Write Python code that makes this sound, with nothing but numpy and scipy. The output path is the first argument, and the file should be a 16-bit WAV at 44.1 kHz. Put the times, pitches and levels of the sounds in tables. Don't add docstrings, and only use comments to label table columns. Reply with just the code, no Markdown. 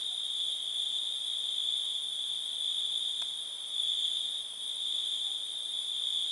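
import sys
import numpy as np
from scipy import signal
from scipy.fft import rfft, irfft, next_fast_len
from scipy.io import wavfile
from scipy.ndimage import uniform_filter1d

SR = 44100
rng = np.random.default_rng(int(sys.argv[2]) if len(sys.argv) > 2 else 0)


def transcribe(u):
    v = np.clip(np.atleast_2d(u).T, -1, 1)
    q = np.round(v * 32767).astype(np.int16)
    wavfile.write(sys.argv[1], SR, q)


N = 278271

# pitch_hz, strokes_per_s, level_db, pan_db
LOW_CRICKETS = [(3312, 51.8, -5.5, 0), (3344, 52.4, -3, 1), (3163, 50.3, -8, -2)]
MIDDLE_CRICKETS = [(3458, 56, -0.82, .5), (3523, 57.8, -0.92, 1.2)]
HIGH_CRICKETS = [(3602, 59.5, 1.5, 1.3), (3624, 61.5, -6, 6.2), (3705, 88, -8.5, 8.2)]
# crest_s, rise_db
LOW_SWELLS = [(.42, 5), (.88, 4.5), (1.45, 4.5), (1.8, 5), (2.27, 2.5), (2.73, 4.5), (3.13, 3), (4.03, 8.5),
              (5.1, 5.5), (6.22, 6)]
SWELL_WIDTH_S = 0.18
# middle_s, width_s, depth_db
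HIGH_LULLS = [(0.702, 0.06, 5), (2.082, 0.16, 3.5), (2.499, 0.096, 3), (3.58, 0.19, 7),
              (4.524, 0.063, 13.5), (5.55, 0.22, 2)]
LOW_DB, MIDDLE_DB, HIGH_DB = -45.5, -40.5, -39
# place_in_cycle (0 to 1), width_cycles, level_db (relative)
WING_STROKES = [(.04, 0.18, 0.5), (.68, 0.073, -6)]
KATYDID_CYCLES_PER_S = 15.755
# frequency_hz, level_db (relative)
KATYDID_SPECTRUM = [(5000, -58), (7600, -12.5), (8600, -7), (9500, -0.5), (10200, 1.5), (10700, 1.5),
                    (11200, -16), (13000, -30)]
# frequency_hz, level_db (relative)
AIR_SPECTRUM = [(20, -28), (60, -19.5), (110, -7.5), (250, -3), (600, 1.5), (1000, 0.5), (1600, -2.5),
                (2600, -2.5), (4400, -3.5), (6000, -5.5), (11000, -16.5)]
# frequency_hz, likeness (1 = the same)
AIR_LIKENESS = [(100, 0.93), (300, 0.65), (700, 0.26), (1400, 0.11), (2300, 0.13), (4500, 0.69),
                (10000, 0.11)]
# middle_s, pitch_hz, level_db, width_s
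FAR_HOOTS = [(.135, 715, -60.5, .022), (5.285, 786, -60.5, .034)]
# start_s, stop_s, level_db
NEAR_PHRASES = [(0.392, 0.516, -37.5), (.645, 0.984, -35), (1.218, 1.503, -42), (1.551, 2.035, -37),
                (2.123, 2.34, -38.5), (2.604, 3.326, -36), (3.734, 4.183, -33.5), (4.811, 5.359, -36),
                (5.724, 5.915, -37.5), (5.926, 6.407, -36.5)]
ATTACK_S, RELEASE_S = 0.0035, 0.036
NEAR_HZ, NEAR_OCTAVE_DB = 3480, -28
RISE_HZ_PER_S, BRIGHTEN_DB_PER_S, FADE_DB_PER_S = 80, 12, 8
# start_s, level_db, ring_db (added to level_db for the ring)
CONTACTS = [(3.2196, -25, 1), (3.2862, -33, -18)]
# pitch_hz, level_db (relative), t60_s (time to fall 60 dB)
RING_MODES = [(686, -15.5, 0.036), (970, -14, 0.028), (1330, -9.5, 0.012), (1550, -12, 0.011),
              (2164, -25, 0.053), (2510, -20.5, 0.042), (4220, -19.5, 0.029), (5720, -7.5, 0.0098),
              (7440, -16, .01), (9260, -7, 0.0086)]
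TOP_HZ = 11150


def amp(db):
    return 10 ** (np.asarray(db) / 20)


def unit(x):
    return x / np.sqrt(np.mean(x ** 2) + 1e-20)


def along(points, hz):
    f, value = np.transpose(points)
    return np.interp(np.log(hz + 1), np.log(f + 1), value)


def wobble(rate):
    knots = rng.standard_normal(int(N * rate / SR) + 4)
    fine = signal.resample_poly(knots, 10, 1)
    return np.interp(np.arange(N) * 10 * rate / SR, np.arange(len(fine)), fine)


def bump(at, width):
    return np.exp(-.5 * ((np.arange(N) / SR - at) / width) ** 2)


def filtered(x, response):
    m = next_fast_len(N + SR // 2)
    spectrum = rfft(x, m) * response(np.fft.rfftfreq(m, 1 / SR))
    return irfft(spectrum, m)[..., :N]


def panned(pan_db):
    return amp([[pan_db / 2], [-pan_db / 2]])


def rush(colour, alike, patchy_db):
    grid = signal.stft(rng.standard_normal((2, N)), nperseg=1024)[2]
    patches = rng.standard_normal(grid.shape[1:])
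    patches = uniform_filter1d(patches, size=3, axis=0)
    patches = uniform_filter1d(patches, size=4, axis=1)
    pair = signal.istft(grid * amp(patchy_db * unit(patches)))[1][:, :N]

    def response(hz):
        angle = np.arccos(np.clip(along(alike, hz), -1, 1)) / 2
        return amp(along(colour, hz)) * [np.cos(angle), np.sin(angle)]

    mid, side = filtered(pair, response)
    return unit(np.array([mid + side, mid - side]))


def foliage(x, wet_db, t60, side_db):
    t = np.arange(SR // 3) / SR
    mid, side = rng.standard_normal((2, len(t))) * amp(-60 * t / t60)
    paths = np.array([mid + amp(side_db) * side, mid - amp(side_db) * side])
    paths *= amp(wet_db) / np.linalg.norm(paths[0])
    paths[:, 0] += 1
    lead_in = np.pad(x, (len(t) - 1, 0), mode="reflect")
    return signal.fftconvolve(lead_in[None], paths, "valid", axes=1)


def trill(pitch_hz, strokes, glide, duty, overtone_db, rasp_db):
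    stroke_rate = strokes * (1 + .012 * wobble(4) + .024 * wobble(35))
    cycle = rng.random() + np.cumsum(stroke_rate) / SR
    stroke = np.minimum(cycle % 1 / np.clip(duty, .2, 1), 1)
    pitch = pitch_hz * (1 + glide * (.5 - stroke) + .008 * wobble(70))
    phase = 2 * np.pi * np.cumsum(pitch) / SR
    tone = np.sin(phase) * (1 + amp(rasp_db) * wobble(3200))
    octave = amp(overtone_db) * np.sin(2 * phase + 1.24 * wobble(600))
    loudness = np.sin(np.pi * stroke) ** 2 * amp(1.47 * wobble(40))
    return unit((tone + octave) * loudness)


def group(singers, level_db, glide, duty, overtone_db, rasp_db, wet_db):
    bright_db = 0.25 * (level_db - level_db.mean())
    voices = 0
    for pitch_hz, strokes, db, pan_db in singers:
        song = trill(pitch_hz, strokes, glide, duty, overtone_db + bright_db, rasp_db + bright_db)
        heard = unit(foliage(song, wet_db, t60=0.24, side_db=-8))
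        voices = voices + amp(db) * panned(pan_db) * heard
    return amp(level_db) * unit(voices)


def crickets():
    swell_db = sum(db * bump(s, SWELL_WIDTH_S) for s, db in LOW_SWELLS)
    lull_db = sum(db * bump(s, width) for s, width, db in HIGH_LULLS)
    low_db = LOW_DB + swell_db - 0.051 * lull_db
    middle_db = MIDDLE_DB + 0.41 * swell_db - 0.36 * lull_db
    high_db = HIGH_DB - lull_db
    low = group(LOW_CRICKETS, low_db, glide=.1, duty=.6,
                overtone_db=-28.5, rasp_db=-29.0, wet_db=0.0)
    middle = group(MIDDLE_CRICKETS, middle_db, glide=.05, duty=.68,
                   overtone_db=-24.5, rasp_db=-31.5, wet_db=-1.5)
    high = group(HIGH_CRICKETS, high_db, glide=.06, duty=.64,
                 overtone_db=-26.5, rasp_db=-28.0, wet_db=-0.5)
    return low + middle + high


def katydid():
    cycle = KATYDID_CYCLES_PER_S * np.arange(N) / SR
    beats = 0
    for at, width, db in WING_STROKES:
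        distance = (cycle - at + .5) % 1 - .5
        beats = beats + amp(db) * np.exp(-.5 * (distance / width) ** 2)
    pulses = unit(beats * amp(1.9 * wobble(24)))
    near = pulses * rush(KATYDID_SPECTRUM, [(10000, 0.91)], patchy_db=0.0)
    far = rush(KATYDID_SPECTRUM, [(10000, 0.85)], patchy_db=3.5)
    return (amp(-57.5) * near + amp(-53.0) * far) * panned(-0.81)


def air():
    return amp(-56.5 + 0.21 * wobble(3.3)) * rush(AIR_SPECTRUM, AIR_LIKENESS, patchy_db=0.93)


def hoots():
    t = np.arange(N) / SR
    total = 0
    for s, hz, db, width in FAR_HOOTS:
        tone = np.sin(2 * np.pi * hz * t + 0.89 * wobble(90))
        total = total + amp(db) * bump(s, width) * tone
    return total


def near_cricket():
    t = np.arange(N) / SR
    start = np.array([row[0] for row in NEAR_PHRASES])
    latest = np.maximum(np.searchsorted(start, t) - 1, 0)
    age = np.abs(t - start[latest])
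    gate = 0
    for on, off, db in NEAR_PHRASES:
        attack = np.clip((t - on) / ATTACK_S, 0, 1)
        release = np.clip((off - t) / RELEASE_S, 0, 1)
        gate = gate + amp(db) * attack * release
    effort = gate * amp(-FADE_DB_PER_S * age)
    song = trill(NEAR_HZ + RISE_HZ_PER_S * age, strokes=56.8, glide=.04, duty=.72,
                 overtone_db=NEAR_OCTAVE_DB + BRIGHTEN_DB_PER_S * age, rasp_db=-30.5)
    direct = effort * song
    heard = foliage(direct, wet_db=0.0, t60=0.36, side_db=-11.5)
    return unit(heard) * np.std(direct) * panned(0.2)


def without_bass(x, edge_hz):
    high_pass = signal.butter(2, edge_hz, "high", fs=SR, output="sos")
    return signal.sosfilt(high_pass, x[:, :N])


def ticks():
    cracks, rings = np.zeros((2, 2, N + SR))
    t = np.arange(SR // 8) / SR
    for s, db, ring_db in CONTACTS:
        ring = 0
        for hz, level, t60 in RING_MODES:
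            turns = hz * t + 0.29 * rng.random((2, 1))
            ring = ring + amp(level - 60 * t / t60) * np.sin(2 * np.pi * turns)
        onset = 1 - np.exp(-t / 0.00071)
        crack = amp(db - 7.5 - 60 * t / 0.014) * rng.standard_normal(len(t))
        first = round(s * SR)
        rings[:, first:first + len(t)] += amp(db + ring_db) * ring * onset
        cracks[:, first:first + len(t)] += crack
    return without_bass(cracks, edge_hz=4500) + without_bass(rings, edge_hz=270)


def scene():
    return crickets() + katydid() + air() + hoots() + near_cricket() + ticks()


def record(dry):
    return filtered(dry, lambda hz: hz < TOP_HZ)


dry = scene()
out = record(dry)
transcribe(out)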